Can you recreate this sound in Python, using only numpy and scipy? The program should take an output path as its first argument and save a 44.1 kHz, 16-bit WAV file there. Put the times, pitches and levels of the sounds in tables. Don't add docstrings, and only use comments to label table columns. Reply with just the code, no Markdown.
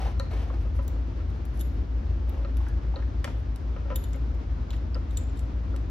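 import sys
import numpy as np
from scipy import signal
from scipy.fft import rfft, irfft
from scipy.io import wavfile

SR = 44100
rng = np.random.default_rng(int(sys.argv[2]) if len(sys.argv) > 2 else 0)


def generate_wav(sig):
    pcm = np.round(np.clip(np.atleast_2d(sig).T, -1, 1) * 32767).astype(np.int16)
    wavfile.write(sys.argv[1], SR, pcm)


N = 260190
BINS = np.fft.rfftfreq(N, 1 / SR)


def amp(db):
    return 10 ** (np.asarray(db) / 20)


def unit(x):
    return x / np.sqrt(np.mean(x ** 2) + 1e-24)


def read(points, hz):
    f, value = np.transpose(points)
    return np.interp(np.log(hz + 1), np.log(f + 1), value)


def add(mix, s, sound):
    start = round(s * SR)
    sound = sound[max(-start, 0):]
    part = mix[max(start, 0):][:len(sound)]
    part += sound[:len(part)]


def drift(rate):
    spectrum = rfft(rng.standard_normal(N))
    lowpass = np.exp(-(BINS / rate) ** 2) * (BINS > 0)
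    return unit(irfft(spectrum * lowpass, N))


def ring(modes, t, detune, swell_cycles=1e-6):
    hz, db, t60 = np.transpose(modes)[:, :, None]
    hz = hz * (1 + detune * rng.standard_normal(hz.shape))
    swell = 1 - np.exp(-hz * t / swell_cycles)
    return (amp(db - 60 * t / t60) * swell * np.sin(2 * np.pi * hz * t)).sum(0)


def weigh(sound, centres_hz, levels_db):
    padded = 2 * len(sound)
    hz = np.fft.rfftfreq(padded, 1 / SR)
    shares = [read(list(zip(centres_hz, row)), hz) ** 5 for row in np.eye(len(centres_hz))]
    groups = irfft(rfft(sound, padded) * shares / np.sum(shares, 0))[:, :len(sound)]
    groups /= np.linalg.norm(groups, axis=1, keepdims=True)
    return amp(levels_db) @ groups * np.sqrt(SR / 100)


def slips(length, per_s, spread_db):
    size = amp(spread_db * np.minimum(rng.exponential(1, length), 4))
    return size * rng.choice([-1, 1], length) * (rng.random(length) < per_s / SR)


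# (frequency [Hz], level [dB])
FAN_TONES = [(37.5, -52), (48.9, -44.5), (55.6, -31.5), (61.9, -36), (74, -46.5), (80, -46.5),
             (82.2, -43.5), (267, -59), (297.6, -72.5), (342, -61)]
# (time [s], level [dB])
FAN_SWELL = [(0, 2), (.7, 3), (1.3, -0.5), (1.8, 2.5), (2.3, 2.5), (2.8, 4), (3.3, 0.5), (4.2, 1),
             (5.9, 0.5)]
# (frequency [Hz], level [dB per Hz])
AIR_SPECTRUM = [(20, -89), (40, -62.5), (50, -73.5), (72, -47.5), (85, -54.5), (110, -58), (170, -69),
                (270, -66), (400, -75.5), (560, -77), (1300, -85), (2000, -91.5), (6000, -103.5),
                (8500, -119), (12000, -121), (15000, -135)]
# (frequency [Hz], coherence [-1 to 1])
AIR_LIKENESS = [(90, 0.95), (180, 0.82), (400, 0.56), (800, -0.28), (2000, 0.25), (5000, 0.45),
                (9000, -0.48)]


def ventilation(slip_turns=0.12, swell_db=0.7, left_db=1.87):
    t = np.arange(N) / SR
    hum = np.zeros(N)
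    for hz, db in FAN_TONES:
        turns = hz * t + rng.random() + slip_turns * drift(3.9)
        hum += amp(db) * np.sqrt(2) * np.sin(2 * np.pi * turns)
    hum *= amp(np.interp(t, *np.transpose(FAN_SWELL)))
    a, b = rfft(rng.standard_normal((2, N)))
    same = np.clip(read(AIR_LIKENESS, BINS), -1, 1)
    pair = np.array([a, same * a + np.sqrt(1 - same ** 2) * b])
    air = irfft(pair * amp(read(AIR_SPECTRUM, BINS)), N) * np.sqrt(SR / 2)
    air *= amp(swell_db * drift(20.0))
    return (hum + air) * amp([[left_db / 2], [-left_db / 2]])


# (start [s], end [s], level [dB], treble lift [dB], chafing pitch [Hz])
RUB_STROKES = [(-.04, 0.134, -41.5, 5.5, 785), (.064, 0.094, -44, -7.5, 800), (0.305, 0.474, -47, 6.5, 430),
               (0.314, .4, -46.5, -6, 2190), (0.419, 0.727, -54, 2.5, 776), (.515, 0.56, -50.5, -4.5, 700),
               (0.928, 1.03, -52, -6.5, 550), (1.335, 1.402, -61, 9, 890), (2.27, 2.463, -51.5, -1, 555),
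               (2.561, 2.733, -55.5, 6, 860), (3.245, 3.405, -53, -2, 520), (3.249, 3.337, -53, 6, 1900),
               (4.724, 4.763, -54.5, 15, 1960)]
# (frequency [Hz], level [dB])
RUB_COLOUR = [(200, -31), (450, 6), (850, 3), (1400, -5.5), (2500, -10.5), (4000, -17), (6500, -24),
              (9000, -33.5), (12000, -30.5), (15000, -40.5)]


def rubs(treble_hz=2000, chafe_db=10, chafe_width=0.05, stutter_db=2.0, lean=0.62, release=0.59):
    out = np.zeros(N)
    for start, end, db, treble_db, chafe_hz in RUB_STROKES:
        length = max(round((end - start) * SR), 64)
        hz = np.fft.rfftfreq(length, 1 / SR)
        lift = treble_db * hz ** 2 / (hz ** 2 + treble_hz ** 2)
        chafe = chafe_db / (1 + ((hz / chafe_hz - 1) / chafe_width) ** 2)
        colour = amp(read(RUB_COLOUR, hz) + lift + chafe)
        stroke = irfft(rfft(slips(length, per_s=4500, spread_db=2.6)) * colour, length)
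        pressure = np.sin(np.pi * (np.arange(length) / length) ** lean) ** release
        add(out, start, amp(db) * unit(stroke) * pressure)
    return out * amp(stutter_db * drift(53))


# (start [s], end [s])
SQUEAK_SPAN = (2.668, 2.748)
SQUEAK_DB, SQUEAK_HZ = -56, 1660


def squeak(waver=0.02, stutter_db=3):
    start, end = SQUEAK_SPAN
    progress = np.clip((np.arange(N) / SR - start) / (end - start), 0, 1)
    pressure = 2 * np.sqrt(progress * (1 - progress))
    turns = np.cumsum(SQUEAK_HZ * (1 + waver * drift(150))) / SR
    return amp(SQUEAK_DB + stutter_db * drift(80)) * pressure * np.sin(2 * np.pi * turns)


# (time [s], level [dB], pitch [Hz], width [octaves], sent to the echo [dB against the snap])
SNAP_EVENTS = [(.197, -41, 4100, 0.22, -11), (.502, -43.5, 890, 0.9, -9), (2.448, -57.5, 4140, 0.19, -11),
               (2.602, -49.5, 1060, 0.3, -7), (2.667, -47.5, 1090, 1.2, -7), (2.941, -43.5, 810, 0.66, -13),
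               (2.959, -47, 4100, 0.26, -12), (3.025, -52, 1800, 0.76, -10), (3.2765, -43, 1050, 1.1, -12),
               (3.279, -47, 645, 0.46, -12), (4.144, -52, 1600, 1.3, -12), (4.706, -48, 3360, 0.53, -12),
               (4.731, -49, 1900, 1.7, -12), (4.734, -57, 2420, 0.37, -8), (4.766, -63, 3100, .45, -10),
               (4.9447, -45.5, 4810, 0.2, -20), (5.739, -51, 1300, 0.34, -6)]
SNAP_MIN_OCTAVES = .2


def snaps(contact_s=0.0062, grit=0.21):
    near, far, t = np.zeros(N), np.zeros(N), np.arange(2048) / SR
    for s, db, hz, octaves, echo_db in SNAP_EVENTS:
        order = 4 if octaves < .35 else 2
        half_width = max(octaves, SNAP_MIN_OCTAVES) / 2
        edges_hz = np.minimum(hz * 2 ** np.array([-half_width, half_width]), SR / 2 - 1)
        housing = signal.butter(order, edges_hz, "band", fs=SR)
        force = grit * octaves * rng.standard_normal(len(t)) * np.exp(-t / contact_s)
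        force[0] += 2
        snap = weigh(signal.lfilter(*housing, force), [hz], [db])
        add(near, s, snap)
        add(far, s, amp(echo_db) * snap)
    return near, far


# (time [s], level [dB], sent to the echo [dB against the click])
LATCH_EVENT = (3.2432, -35.5, -8)
# (frequency [Hz], level [dB], time to fall 60 dB [s])
HOUSING_MODES = [(600, -7, .035), (1090, -1, .022), (1330, -4, .025), (1830, 4, .02), (2280, -3, .02),
                 (2560, -4, .02), (2950, -4, .025), (4250, -8, .015), (4780, -7, .015), (5950, -8, .015)]


def latch(rise_s=0.00044, crack_db=1, crack_t60=0.029):
    s, db, echo_db = LATCH_EVENT
    out, t = np.zeros(N), np.arange(4096) / SR
    hz, mode_db, t60 = np.transpose(HOUSING_MODES)[:, :, None]
    phase_turns = rng.random(hz.shape)
    body = (amp(mode_db - 60 * t / t60) * np.sin(2 * np.pi * (hz * t + phase_turns))).sum(0)
    band = signal.butter(1, [900, 3200], "band", fs=SR)
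    crack = unit(signal.lfilter(*band, rng.standard_normal(len(t))))
    crack *= amp(crack_db - 60 * t / crack_t60)
    click = (body + crack) * (1 - np.exp(-(t / rise_s) ** 2))
    add(out, s, weigh(click, [hz.mean()], [db]))
    return out, amp(echo_db) * out


# (time [s], level [dB], knee [Hz])
KNOCK_EVENTS = [(.072, -40, 724), (.197, -33, 860), (.506, -43, 560), (.652, -44, 650), (.789, -36.5, 740),
                (1.2, -51, 1100), (2.392, -43, 544), (2.446, -38.5, 806), (2.961, -37, 725),
                (2.989, -50, 904), (3.243, -38, 700), (3.762, -41, 833), (3.854, -37.5, 466),
                (3.901, -33.5, 815), (3.911, -36, 760), (3.92, -38, 800), (4.149, -42, 560),
                (4.163, -43.5, 500), (4.951, -43, 1000), (4.957, -38.5, 560), (5.741, -42, 620)]
KNOCK_GROUPS_HZ = [550, 1280, 2300, 4400, 9500]
# (frequency [Hz], level [dB], time to fall 60 dB [s])
CASE_MODES = [(524.4, -6, .2), (552.3, 5.5, 0.1), (591, -11, 0.022), (840, -12, 0.092), (1005, -1.5, 0.12),
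              (1258, 4, 0.069), (1340, 4, 0.077), (1624, -5.5, .04), (1850, -10.5, 0.12), (2700, -11, .025)]
CONTACT_S, KNEE_HZ = 0.0051, 830
FADE_IN_S = 0.00065
SWELL_CYCLES = 2.5


def knocks(fall_db_per_octave=7.5, steepen_db=1.8, rattle_db=-20, crack_db=-10, crack_db_per_octave=8, rise_s=0.0016):
    out, t = np.zeros(N), np.arange(8192) / SR
    soft = signal.butter(1, [900, 4000], "band", fs=SR)
    contact = np.exp(-t / CONTACT_S) * (1 - np.exp(-t / rise_s))
    fade_in = 1 - np.exp(-(t / FADE_IN_S) ** 2)
    for s, db, knee_hz in KNOCK_EVENTS:
        rattle, crack = rng.standard_normal((2, len(t))) * contact
        force = amp(rattle_db) * rattle
        force[0] += 1
        case = ring(CASE_MODES, t, detune=0.0011, swell_cycles=SWELL_CYCLES)
        body = signal.fftconvolve(force, case)[:len(t)]
        hard_db = crack_db + crack_db_per_octave * np.log2(knee_hz / KNEE_HZ)
        blow = unit(body) + amp(hard_db) * unit(signal.lfilter(*soft, crack))
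        octaves_above = np.maximum(np.log2(np.array(KNOCK_GROUPS_HZ) / knee_hz), 0)
        levels_db = db - (fall_db_per_octave + steepen_db * octaves_above) * octaves_above
        add(out, s, weigh(blow, KNOCK_GROUPS_HZ, levels_db) * fade_in)
    return out


# (frequency [Hz], level [dB], time to fall 60 dB when free [s])
RING_MODES = [(3050, -1, .06), (3420, -1, .04), (3650, 1, .09), (3860, -2, .03), (4050, -6, .04),
              (7010, 5, .24), (7750, -7, .04), (9300, -10, .1), (11290, 3, .25), (11420, 7, .38),
              (13090, -3, .07), (14000, -3, .06), (14550, 3, .09), (15300, -2, .06)]
# (start [s], end [s], level [dB])
SCRAPE_STROKES = [(.59, 0.645, -70), (0.741, 0.792, -64.5), (0.813, .86, -65), (1.532, 1.596, -64),
                  (1.588, 1.624, -50), (2.67, 2.708, -67), (3.372, 3.41, -71), (5.085, 5.16, -68),
                  (5.353, 5.42, -63.5)]


def scrapes(held_t60=0.03, ring_db=-6, grit_db=-1):
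    force, t = np.zeros(N), np.arange(4096) / SR
    for start, end, db in SCRAPE_STROKES:
        length = max(round((end - start) * SR), 64)
        grind = slips(length, per_s=2500, spread_db=4)
        add(force, start, amp(db) * unit(grind) * signal.windows.tukey(length, .5))
    held = ring(RING_MODES, t, detune=.002) * amp(-60 * t / held_t60)
    ringing = signal.fftconvolve(force, held / np.linalg.norm(held))[:N]
    grit = signal.lfilter(*signal.butter(2, 3000, "high", fs=SR), force)
    return amp(ring_db) * ringing + amp(grit_db) * grit


# (time [s], first group level [dB], second [dB], third [dB], fourth [dB], free ringing [dB against the strike])
CLINK_EVENTS = [(.197, -61.5, -50, -59.5, -61, -44), (.879, -57.5, -52, -60, -43, -26),
                (1.302, -73.5, -74, -75, -76, -29), (1.452, -62, -63, -60, -56, -29),
                (1.574, -74.5, -68, -65, -73, -35), (1.604, -55.5, -61, -69, -60, -26.5),
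                (1.61, -51.5, -48.5, -44.5, -59, -16), (2.294, -60.5, -67, -60, -50, -27),
                (2.57, -57, -61, -57, -60, -34), (2.685, -64.5, -62, -67, -65, -41.5),
                (3.2425, -51.5, -55, -66, -58, -38.5), (3.5595, -55, -58, -61, -61, -36),
                (3.957, -65, -58, -54, -37, -29), (3.9588, -44, -44, -38.5, -35, -14.5),
                (4.0395, -55, -52, -53.5, -59, -14), (4.132, -61, -53, -71, -60, -24),
                (4.159, -68, -64, -67, -71, -15), (4.345, -73, -70, -76.5, -72, -15),
                (4.705, -59, -55, -68, -60, -12.5), (4.765, -66.5, -66, -72, -73, -14),
                (4.9445, -56.5, -66, -77, -64, -31), (5.108, -63, -65, -75, -69, -6),
                (5.1711, -47, -37.5, -58, -46, -11), (5.1735, -53, -45, -56, -47, -23.5),
                (5.372, -63.5, -61, -71.5, -76, -8), (5.392, -58, -55, -63, -64, -24.5),
                (5.7622, -50.5, -57.5, -63.5, -65, -35)]
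CLINK_GROUPS_HZ = [3600, 7400, 11300, 14600]
# (frequency [Hz], level [dB], time to fall 60 dB when free [s])
SECOND_RING_MODES = [(3100, -6, .04), (3680, 0, .06), (3900, -1, .03), (4200, -5, .03), (7180, 6, .5),
                     (7900, 3, .04), (8350, -1, .04), (9600, -5, .1), (11280, 1, .3), (14500, -3, .14),
                     (15150, 1, .05)]
SECOND_RING_S = 5


def clinks(loose_s=0.0033, held_t60=0.03, tick_db=-12, tick_t60=0.015, rise_s=0.00026,
           chatter_db=6.5, chatter_hz=130):
    out, t = np.zeros(N), np.arange(20000) / SR
    attack = 1 - np.exp(-(t / rise_s) ** 2)
    choke = amp(-60 * np.maximum(t - loose_s, 0) / held_t60)
    for s, *levels_db, free_db in CLINK_EVENTS:
        levels_db = np.array(levels_db)
        modes = RING_MODES if s < SECOND_RING_S else SECOND_RING_MODES
        held = ring(modes, t, detune=.003) * choke
        dry_db = -1.15 * free_db
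        tick = amp(tick_db + dry_db - 60 * t / tick_t60) * rng.standard_normal(len(t))
        add(out, s, weigh((held + tick) * attack, CLINK_GROUPS_HZ, levels_db))
        sung_db = levels_db + free_db + (levels_db - levels_db.max())
        chatter = amp(chatter_db * drift(chatter_hz)[:len(t)])
        free = ring(modes, t, detune=.001) * chatter
        add(out, s, weigh(free * attack, CLINK_GROUPS_HZ, sung_db))
    return out


BOUNCE_S, BOUNCE_DB, BOUNCE_TOP_HZ = .0065, -6.5, 5100


def bounce(x):
    delay = np.exp(-2j * np.pi * BINS * BOUNCE_S)
    dulling = 1 / (1 + (BINS / BOUNCE_TOP_HZ) ** 4)
    return irfft(rfft(x) * delay * amp(BOUNCE_DB) * dulling, N)


# (frequency [Hz], phase [radians])
PORT_PHASE = [(300, 0.55), (1000, 0.93), (2200, 1.15), (3600, 0.57), (5200, 1.98), (6500, -1.4),
              (7100, -2.2), (8200, -1.5), (9500, -5.5), (11300, -7), (12500, -8), (13600, -9),
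              (14700, -8.5), (16000, -9)]


def ports(x, left_db=2.0):
    louder = amp(left_db / 2 / (1 + (BINS / 8000) ** 4))
    half = np.exp(.5j * read(PORT_PHASE, BINS)) * louder
    return irfft(rfft(x) * np.array([half, 1 / half]), N)


# (frequency [Hz], time to fall 60 dB [s])
ROOM_T60 = [(200, 0.064), (1000, 0.22), (4000, 0.57), (8000, 0.24), (11500, .34), (15000, 0.089)]


def room(x, onset_s=0.0007):
    hz, t, z = signal.stft(rng.standard_normal((2, SR // 2)), SR, nperseg=256)
    decay = amp(-60 * t / read(ROOM_T60, hz)[:, None]) * (1 - np.exp(-t / onset_s))
    tail = signal.istft(z * decay, SR, nperseg=256)[1]
    return signal.fftconvolve(x[None], tail / np.linalg.norm(tail[0]), axes=1)[:, :N]


def scene(soft_room_db=-9.0, metal_room_db=-11.5):
    drone = ventilation()
    soft = knocks() + rubs() + squeak()
    metal = scrapes() + clinks()
    plastic, plastic_echo = np.add(snaps(), latch())
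    echo = room(amp(soft_room_db) * soft + amp(metal_room_db) * metal + plastic_echo)
    close = soft + metal + plastic + bounce(metal + plastic)
    return ports(close) + echo + drone


def record(dry):
    lowpass = signal.firwin(255, 16400, window=("kaiser", 9), fs=SR)
    return signal.oaconvolve(dry, lowpass[None], "same")


dry = scene()
out = record(dry)
generate_wav(out)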